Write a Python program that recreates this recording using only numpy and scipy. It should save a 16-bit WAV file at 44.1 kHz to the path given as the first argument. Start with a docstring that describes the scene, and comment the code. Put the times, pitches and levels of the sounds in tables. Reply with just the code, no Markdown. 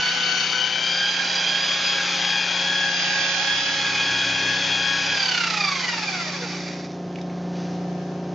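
"""An electric rotary polisher sweeps a foam pad to and fro over a countertop, a workshop machine humming under it.
Its gears whine and rattle, pulsing with the mains and each pad turn, over fan rush and brush rasp.
Switched off at 5.1 s, it coasts to rest: slack teeth clatter, the tones sink through the housing resonances.
From 7.2 s the tool clicks as it is lifted and its cord slides; the hum swells as the gain control recovers."""
import sys
import numpy as np
from scipy import signal
from scipy.fft import rfft, irfft
from scipy.io import wavfile
from scipy.ndimage import uniform_filter1d

SR = 44100
rng = np.random.default_rng(int(sys.argv[2]) if len(sys.argv) > 2 else 0)


def unload_audio(sound):
    """Save the sound as a 16-bit wav file, at the path given as the first command line argument."""
    columns = np.transpose(np.atleast_2d(sound))
    # keep every value between -1 and 1, then stretch to whole-number steps
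    steps = np.round(np.clip(columns, -1, 1) * 32767)
    wavfile.write(sys.argv[1], SR, steps.astype(np.int16))


N = 367794
TIME = np.arange(N) / SR
FREQ = np.arange(N // 2 + 1) * SR / N
TEETH, GEAR_RATIO = 6, 0.137  # pinion teeth, pad turns per motor turn
RUN_SLACK, COAST_SLACK, JOLT_SLACK = 0.3, 0.62, 0.17  # tooth play 0-1: driven, free, extra at switch-off

# gear and fan tones: (order [x motor speed], coasting level [dB], driven trim [dB],
# mains buzz [0-1], chatter [0-1], side tones [dB])
GEAR_TONES = [(6, -21, 0, 0.25, .15, -2), (9, -33, 0.5, 0.2, 0.2, -0.5), (12, -19.5, 1, 0.47, .18, -6.5),
              (18, -22, 3, 0.2, 0.6, -2.5), (24, -31.5, 0.5, .35, 0.1, -14)]
# gear case resonances: (centre [Hz], width [Hz], gain [dB])
CASE_MODES = [(1320, 350, 6), (1660, 180, -5), (2080, 240, 10.5), (2360, 170, 18), (3600, 290, 10),
              (4060, 190, 9), (4580, 250, 17), (5200, 250, -4.5)]


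def undb(db):
    """Decibels to gain."""
    return 10 ** (np.asarray(db) / 20)


def unit(x):
    """Scale to rms 1."""
    return x / np.sqrt(np.mean(x ** 2))


def curve(table):
    """(time [s], value) points, interpolated per sample."""
    return np.interp(TIME, *np.transpose(table))


def colour(x, points):
    """Filter by (frequency [Hz], level [dB]) points, to rms 1."""
    hz, db = np.transpose(points)
    response = undb(np.interp(np.log(FREQ + 1), np.log(hz), db))
    return unit(irfft(rfft(x) * response, N))


def ring(x, modes):
    """Filter by (centre [Hz], width [Hz], gain [dB]) resonances, to rms 1."""
    response = sum(undb(db) * 1j * FREQ * width / (hz ** 2 - FREQ ** 2 + 1j * FREQ * width)
                   for hz, width, db in modes)
    return unit(irfft(rfft(x) * response, N))


def noise():
    """White noise."""
    return rng.standard_normal(N)


def walk(hz):
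    """Smooth random drift up to about hz, rms 1."""
    coarse_s = TIME[::20]
    freq = np.fft.rfftfreq(len(coarse_s), coarse_s[1])
    spectrum = rfft(rng.standard_normal(len(coarse_s))) / (1 + (freq / hz) ** 4)
    return np.interp(TIME, coarse_s, unit(irfft(spectrum, len(coarse_s))))


def stroke():
    """Pad position, easing from one stroke end to the next."""
    # stroke ends: (time [s], position [-1 left, +1 right])
    stroke_ends = [(-.1, 0.54), (.75, -1.27), (1.62, 0.47), (2.561, -1.1), (3.53, 0.2), (4.501, -0.97),
                   (5.55, 0.63), (6.171, -0.28), (6.7, -0.078)]
    times_s, positions = np.transpose(stroke_ends)
    index = np.arange(len(times_s))
    done = np.interp(TIME, times_s, index)
    eased = np.floor(done) + (1 - np.cos(np.pi * (done % 1))) / 2
    return np.interp(eased, index, positions)


def crown_errors(pad, drift_hz=1.5, points=13):
    """Crown wheel tooth errors: a pattern that repeats each pad turn and shifts slowly."""
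    errors = rng.standard_normal((2, points))
    errors -= errors.mean(axis=1, keepdims=True)
    position = pad / (2 * np.pi) * points % points
    first, second = (np.interp(position, np.arange(points + 1), unit(np.append(e, e[0]))) for e in errors)
    drift = walk(drift_hz)
    return first * np.cos(drift) + second * np.sin(drift)


def whine_levels_db(hz, coasting, speed_power=2.1, soften_db=-3.5):
    """Driven, each tone swells and drops out; coasting, it sinks through the housing resonances."""
    # driven tones at 1, 1.5 (fan), 2, 3 and 4 x tooth rate: (time [s], level [dB])
    tooth_whine = [(0.0, -18), (0.419, -22.5), (0.5, -42), (0.54, -17.5), (0.901, -30.0), (1.02, -12),
                   (1.12, -24.5), (1.2, -15), (1.34, -37), (1.38, -24.5), (1.56, -21.5), (1.76, -26),
                   (1.8, -20.5), (1.88, -35.5), (2.02, -13.5), (2.08, -33.5), (2.38, -17), (2.54, -37),
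                   (2.719, -16), (2.92, -17.5), (3.02, -27.5), (3.18, -15.5), (3.36, -26.5), (3.48, -15.5),
                   (3.82, -26), (3.901, -18.5), (3.939, -31), (4.02, -20.5), (4.3, -22.0), (4.34, -27.5),
                   (4.54, -17.5), (4.641, -33), (4.9, -16.5), (5.02, -21), (5.06, -37), (5.12, -19.5)]
    fan_whine = [(0.0, -30.5), (0.08, -22.0), (0.119, -39), (0.32, -25), (0.639, -30), (0.94, -20),
                 (1.0, -28), (1.58, -24), (1.82, -37), (1.86, -20), (2.02, -31), (2.08, -19.0), (2.16, -29),
                 (2.36, -18.5), (2.882, -33), (3.14, -22), (3.2, -38), (3.239, -26.5), (3.7, -30.5),
                 (4.02, -19.5), (4.081, -35.5), (4.119, -24), (4.44, -21.5), (4.56, -28), (4.7, -21.5),
                 (5.12, -23)]
    main_whine = [(0.0, -15.5), (0.48, -19.5), (0.66, -14), (1.2, -15.5), (1.28, -24), (1.46, -14),
                  (1.66, -19), (1.7, -13), (1.78, -22.5), (1.9, -16.5), (2.0, -22), (2.12, -20.5),
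                  (2.28, -15.5), (2.6, -20), (2.76, -18.0), (3.08, -21), (3.16, -32.5), (3.2, -21.5),
                  (3.3, -26), (3.36, -23), (3.52, -15), (3.56, -19), (3.58, -16), (3.9, -23.5), (3.92, -40),
                  (3.96, -21.5), (4.201, -18), (4.5, -21), (4.9, -18), (5.04, -27), (5.1, -19.5),
                  (5.12, -24)]
    upper_whine = [(0.0, -29), (0.04, -16.5), (0.2, -33.5), (0.24, -20.5), (0.7, -28.5), (0.74, -31.5),
                   (0.94, -17.5), (1.22, -26.5), (1.4, -18.5), (1.44, -44), (1.48, -19), (1.74, -23.5),
                   (1.78, -36), (1.86, -16.5), (1.98, -34), (2.28, -26.5), (2.7, -37.5), (2.98, -25.5),
                   (3.24, -25), (3.34, -41), (3.64, -23.5), (3.74, -27), (3.78, -38), (3.94, -34.0),
                   (4.5, -38), (4.56, -45), (4.88, -25.5), (5.12, -30.5)]
    top_whine = [(0.0, -35), (0.121, -43), (0.36, -27.5), (0.719, -36), (5.1, -50)]
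    # housing peaks and dips: (centre [Hz], width [Hz], gain [dB])
    housing = [(487, 72, 13), (920, 75, 4), (980, 89, -9), (1140, 160, 7.5), (1394, 130, 10),
               (1730, 130, -2), (1940, 190, 7.5), (2378, 220, 11), (2590, 58, -13), (2920, 300, 10.5),
               (3860, 330, -10.5), (4720, 460, 19.5), (6400, 1300, -11.5)]
    driven_tones = (tooth_whine, fan_whine, main_whine, upper_whine, top_whine)
    speed = hz / hz.max()
    speed_db = speed_power * 20 * np.log10(speed + 1e-6)
    levels_db = []
    for (order, coast_db, trim_db, *_), driven in zip(GEAR_TONES, driven_tones):
        housing_db = sum(db / (1 + (2 * (order * hz - centre) / width) ** 2)
                         for centre, width, db in housing)
        soft_db = soften_db * order / TEETH * (1 - speed) ** 2  # slow teeth meet softly
        free_db = coast_db + speed_db + housing_db + soft_db
        levels_db.append((1 - coasting) * (curve(driven) + trim_db) + coasting * free_db)
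    return levels_db


def whine(motor, pad, ripple, slack, levels_db, rotor_lag_s=0.004, flutter_db=1.5):
    """Gear and fan tones, swung by torque ripple and the off-centre pad, roughened by slack teeth."""
    jitter = 0.29 * slack ** 3 * walk(160)
    late_ripple = np.interp(TIME - rotor_lag_s, TIME, ripple)
    wobble = (0.2 + slack - RUN_SLACK) * (np.sin(pad) + slack * np.sin(3 * pad))
    contact = np.exp(slack ** 1.5 * (np.cos(pad) - 0.6 * slack))  # teeth part and meet once a pad turn
    out = 0
    for (order, _, _, buzz, chatter, _), db in zip(GEAR_TONES, levels_db):
        harmonic = order / TEETH
        level = undb(db + flutter_db * walk(18)) * (1 + buzz * ripple)
        uneven = (1 + chatter * crown_errors(pad)) / np.sqrt(1 + chatter ** 2)
        phase = order * motor + harmonic * jitter - buzz * late_ripple + wobble
        out += level * uneven * contact ** np.sqrt(harmonic) * np.sin(phase)
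    return np.sqrt(2) * out


def rattle(motor, scatter_db=5, level_db=-8.5):
    """Teeth strike with uneven force and ring the gear case."""
    impacts = np.diff(np.floor(TEETH * motor / (2 * np.pi)), prepend=0)
    strikes = impacts * undb(scatter_db * noise()) * rng.choice([-1, 1], N)
    return undb(level_db) * ring(strikes + 0.47 * noise(), CASE_MODES)


def side_tones(motor, pad, level_db=-5):
    """Crown wheel errors put buzzing sidebands round each tone."""
    out = 0
    for order, *_, db in GEAR_TONES:
        phase = order * motor
        out += undb(db) * (crown_errors(pad) * np.cos(phase) + crown_errors(pad) * np.sin(phase))
    return undb(level_db) * unit(out)


def gears(motor, pad, speed, coasting, slack, coast_ring_db=11, slap_db=-6.5):
    """Gear noise, knocking once a pad turn; undriven, the slack teeth ring louder and slap."""
    case = undb(coast_ring_db * coasting) * rattle(motor)
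    buzz = side_tones(motor, pad)
    slap = undb(slap_db) * coasting * backlash(motor, speed)
    knock = np.exp(0.89 * slack * (np.cos(pad) - 0.7 * slack)) * undb(0.4 * coasting * walk(30))
    return speed ** 0.4 * case * knock ** speed + speed * knock * (buzz + slap)


def reflect(x, gain=0.28, lag_s=0.001078, drift_s=0.00016):
    """Two drifting early reflections off the countertop and the worker."""
    delays_s = [k * (lag_s + drift_s * walk(1.28)) for k in (1, 2)]
    return x + gain * sum(np.interp(TIME - delay_s, TIME, x) for delay_s in delays_s)


def fan(speed, coasting, ripple, floor=0.079, coast_db=0.5):
    """Cooling air rushes with motor speed and pulses faintly with the mains."""
    # air spectrum: (frequency [Hz], level [dB])
    air_spectrum = [(40, -39.5), (100, -18.5), (230, -8.5), (450, -7.5), (820, 0), (1080, -8.5),
                    (1500, 1.5), (2000, -2), (3300, 2), (4400, -1.5), (5500, -5), (6500, -4), (7200, -10.5),
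                    (7900, -57)]
    air = reflect(colour(noise(), air_spectrum))
    flow = floor + (1 - floor) * speed
    return undb(coast_db * coasting) * flow * (1 + 0.021 * ripple) * air


def motor_tones(motor, hz, coasting, cavity_hz=825, half_width_hz=70, cavity_db=5, coast_boost_db=12):
    """Unbalance, brush and upper gear tones; each wavers and swells near a hollow housing resonance."""
    # motor harmonics: (order [x motor speed], level [dB])
    harmonics = [(1, -28.5), (2, -19), (3, -22.5), (4, -19), (5, -27), (11, -16.5), (13, -17), (15, -18.5),
                 (16, -28.5), (21, -21), (24, -26)]
    peak_db = cavity_db + coast_boost_db * coasting
    out = 0
    for order, db in harmonics:
        lift_db = peak_db / (1 + ((order * hz - cavity_hz) / half_width_hz) ** 2)
        out += undb(db + lift_db + 2 * walk(3.8)) * np.sin(order * (motor + 0.011 * walk(40)))
    return np.sqrt(2) * out


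def brushes(motor, speed, level_db=-24.5, grain_db=3):
    """Carbon brushes scrape the commutator unevenly each turn: a dry rasp that outlasts the fan."""
    # rasp spectrum: (frequency [Hz], level [dB])
    rasp_spectrum = [(400, -16.5), (1400, 0.5), (2200, 4), (3000, -7), (3700, 2.5), (4400, -3), (5200, 3.5),
                     (6500, -2), (7900, -21.5)]
    rasp = colour(noise() * undb(grain_db * walk(300)), rasp_spectrum)
    pressure = 1 - 0.82 * speed ** 2  # brushes ride lighter at speed
    return undb(level_db) * pressure * speed ** 0.76 * (1 + 0.41 * np.cos(motor)) * rasp


def foam(motor, pad, rub_db=-2, rub_hz=370, rub_width_hz=170, shake_db=-2):
    """The pressed, uneven pad thumps, rubs dully and passes motor shake to the countertop."""
    # thump envelope: (time [s], level [dB])
    thump_db = [(0, -71), (3.3, -43), (4.1, -34), (5.13, -34), (5.22, -44), (5.55, -50), (6.6, -73)]
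    thump = np.sin(3 * pad) + 0.18 * np.sin(2 * pad) + 0.5 * np.sin(8 * pad)
    rub = undb(rub_db) * ring(noise(), [(rub_hz, rub_width_hz, 0)])
    shake = undb(shake_db) * np.sin(motor)
    return undb(curve(thump_db) + 1.9 * walk(5)) * (thump + rub + shake)


def polisher(position, off_s=5.131, coast_hz_per_s=149.5, unload_s=0.1, jolt_s=0.14, mains_hz=60):
    """One motor drives every part; after switch-off friction slows it evenly. Returns body, whine."""
    # driven motor speed: (time [s], turn rate [Hz])
    driven_hz = [(0.0, 249.2), (0.19, 250.5), (0.28, 249.6), (0.35, 250.7), (0.42, 249.5), (0.61, 251.7),
                 (0.75, 256.9), (0.9, 264.2), (1.05, 267), (1.27, 269.9), (1.45, 268.4), (1.68, 273.3),
                 (1.95, 272.5), (2.03, 271.9), (2.23, 272.5), (2.36, 272.6), (2.49, 271.5), (2.65, 274.3),
                 (2.75, 275.2), (2.9, 273.2), (3.14, 272.6), (3.32, 273.1), (3.52, 275.1), (3.66, 276.7),
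                 (3.78, 275.1), (3.87, 274.5), (4.43, 274.6), (4.61, 277.1), (4.81, 273.2), (4.89, 274.9),
                 (5.07, 275.8), (5.13, 274.8)]
    since_off_s = np.maximum(TIME - off_s, 0)
    hz = np.maximum(curve(driven_hz) - coast_hz_per_s * since_off_s, 0)
    speed = hz / hz.max()
    coasting = 1 - np.exp(-since_off_s / unload_s)
    jolt = since_off_s / jolt_s * np.exp(1 - since_off_s / jolt_s)  # teeth briefly lose contact
    slack = np.clip(RUN_SLACK + (COAST_SLACK - RUN_SLACK) * coasting + JOLT_SLACK * jolt, 0, 1)
    motor = 2 * np.pi * np.cumsum(hz) / SR  # shaft angle [rad]
    pad = GEAR_RATIO * (motor - np.interp(5.261, TIME, motor))  # a knock falls at 5.261 s
    surge = 2 * np.pi * 2 * mains_hz * TIME  # torque peaks twice a mains cycle
    ripple = (TIME <= off_s) * (np.cos(surge) + 0.21 * np.cos(2 * surge))

    clatter = gears(motor, pad, speed, coasting, slack)
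    clatter *= (1 + 0.071 * ripple) * undb(0.61 * walk(45))
    rush = clatter + fan(speed, coasting, ripple) + speed * motor_tones(motor, hz, coasting)
    rush_db = -13.5 - 1.5 * position ** 2 - 0.8 * TIME  # dips off centre, fades slowly
    body = undb(rush_db) * speed ** 0.77 * rush + brushes(motor, speed) + foam(motor, pad) * (hz > 0)
    tones = whine(motor, pad, ripple, slack, whine_levels_db(hz, coasting))
    return body, undb(-3.5 * jolt) * tones


def workshop(shaft_hz=29.54, hum_db=-31.5, tone_hz=403, tone_db=-46, air_db=-40):
    """A pump-like machine hums on its shaft harmonics, over a second tone and dull air."""
    # machine hum: (order [x shaft speed], level [dB])
    harmonics = [(1, -43), (2, -33), (3, -26), (4, -22), (5, -9), (6, 0.5), (7, -28.5), (8, -18),
                 (9, -15.5), (10, -9.5), (11, -23), (12, -11), (13, -14), (14, -23), (15, -36), (16, -23),
                 (17, -18.5), (18, -18), (19, -14.5), (20, -19.5), (21, -24), (23, -15.5), (24, -16.5),
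                 (25, -15.5), (26, -16), (27, -24.5), (30, -22), (32, -24.5), (36, -24.5), (42, -29),
                 (54, -29.5), (60, -28.5)]
    # workshop air: (frequency [Hz], level [dB])
    air_spectrum = [(25, -29.5), (60, -30), (120, -6.5), (200, -2.5), (330, -6.5), (500, -8.5), (800, -13),
                    (1200, -16.5), (2000, -22), (3500, -24.5), (6300, -26), (7900, -38.5)]
    shaft = 2 * np.pi * shaft_hz * TIME + 0.0066 * walk(2.9)
    hum = sum(undb(db + 1.5 * walk(1.8)) * np.sin(order * shaft + rng.uniform(0, 2 * np.pi))
              for order, db in harmonics)
    tone = undb(tone_db + 2 * walk(1.6)) * np.sin(2 * np.pi * tone_hz * TIME + 0.5 * walk(2.1))
    air = undb(air_db + 0.48 * walk(14)) * colour(noise(), air_spectrum)
    return np.sqrt(2) * (undb(hum_db) * hum + tone) + air


def backlash(motor, speed, jitter_rad=0.15, slow_jitter_rad=0.45):
    """Slack teeth slap in step, blurring as they slow; overtones flare in the case resonances."""
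    # slap overtones: (order [x tooth rate], level [dB])
    overtones = ((3, -3), (4, -2), (5, -6), (6, -5), (7, -7), (8, -7))
    mesh = TEETH * motor + (jitter_rad + slow_jitter_rad * (1 - speed) ** 2) * walk(180)
    return ring(sum(undb(db) * np.sin(order * mesh) for order, db in overtones), CASE_MODES)


def lift_clicks(attack_s=0.00018, width_hz=600):
    """The lifted tool clicks: each a damped tone plus noise through one broad resonance."""
    # clicks: (time [s], peak [dB], ring [Hz], t60 [s])
    clicks = [(7.1574, -26, 2550, 0.017), (7.185, -31, 2300, 0.04), (7.213, -34, 3650, 0.036),
              (7.213, -35, 5170, 0.03), (7.2977, -35, 2160, 0.036), (7.554, -40, 2596, 0.034)]
    scrape = noise()
    out = 0
    for start_s, db, hz, t60_s in clicks:
        age_s = np.maximum(TIME - start_s, 0)
        envelope = undb(-60 * age_s / t60_s) * (1 - np.exp(-age_s / attack_s))
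        click = envelope * (np.sin(2 * np.pi * hz * age_s) + ring(scrape, [(hz, width_hz, 0)]))
        out += undb(db) * click / np.abs(click).max()
    return out


def cord():
    """The sliding cord swishes."""
    # slide envelope: (time [s], level [dB])
    slide_db = [(7.45, -74), (7.56, -45.5), (7.66, -46), (7.78, -49.5), (7.95, -79), (8.3, -76)]
    # swish spectrum: (frequency [Hz], level [dB])
    spectrum = [(300, -22.5), (1500, 10.5), (3500, 9.5), (6300, 9.5), (7800, -11.5)]
    return undb(curve(slide_db) + 1.2 * walk(30)) * colour(noise(), spectrum)


def place(x, pan_db, spread_db, t60_s=0.11, split_hz=1200):
    """Treble pans (pan_db: left minus right) and is spread by near reflections; bass stays central."""
    treble = irfft(rfft(x) * FREQ ** 4 / (FREQ ** 4 + split_hz ** 4), N)
    t = TIME[:SR // 5]
    spread = 0
    for _ in range(2):
        echoes = rng.standard_normal(len(t)) * undb(-60 * t / t60_s)
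        reflected = signal.fftconvolve(treble + 0.13 * x, echoes / np.linalg.norm(echoes))[:N]
        spread += walk(0.74) * reflected / np.sqrt(2)
    side = undb(spread_db) * spread + np.tanh(pan_db * np.log(10) / 40) * treble
    return np.array([x + side, x - side])


def room(x, level_db=-14, t60_s=0.57):
    """Faint diffuse tail off the workshop walls."""
    tail = rng.standard_normal(SR) * undb(-60 * TIME[:SR] / t60_s)
    return undb(level_db) * signal.fftconvolve(x, tail / np.linalg.norm(tail))[:N]


def scene():
    """The polisher in front, the workshop around it; stereo."""
    position = stroke()
    body, tones = polisher(position)
    tool = body + tones
    lean = (0.07 + 0.13 * walk(2.3)) * tones  # standing waves favour the left
    around = place(workshop() + cord() + lift_clicks(), pan_db=-0.5, spread_db=-9)
    front = place(tool, pan_db=-1.2 - 4.5 * position, spread_db=-10.5)
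    return front + np.array([lean, -lean]) + room(tool) + around


def record(dry, threshold_db=-21.5, release_db_per_s=5.5, rolloff_hz=6900, cutoff_hz=7650):
    """Gain control ducks fast under loud sound and recovers slowly; the top rolls off and is cut."""
    power = uniform_filter1d(np.mean(dry ** 2, axis=0), int(0.08 * SR))
    excess_db = np.maximum(10 * np.log10(np.abs(power) + 1e-12) - threshold_db, 0)
    recovery_db = release_db_per_s * TIME
    duck_db = np.maximum.accumulate(excess_db + recovery_db) - recovery_db
    out = dry * undb(-uniform_filter1d(duck_db, SR // 4))
    out = signal.sosfilt(signal.butter(10, rolloff_hz, fs=SR, output="sos"), out)
    return signal.sosfilt(signal.ellip(10, 0.2, 80, cutoff_hz, fs=SR, output="sos"), out)


dry = scene()
out = record(dry)
unload_audio(out)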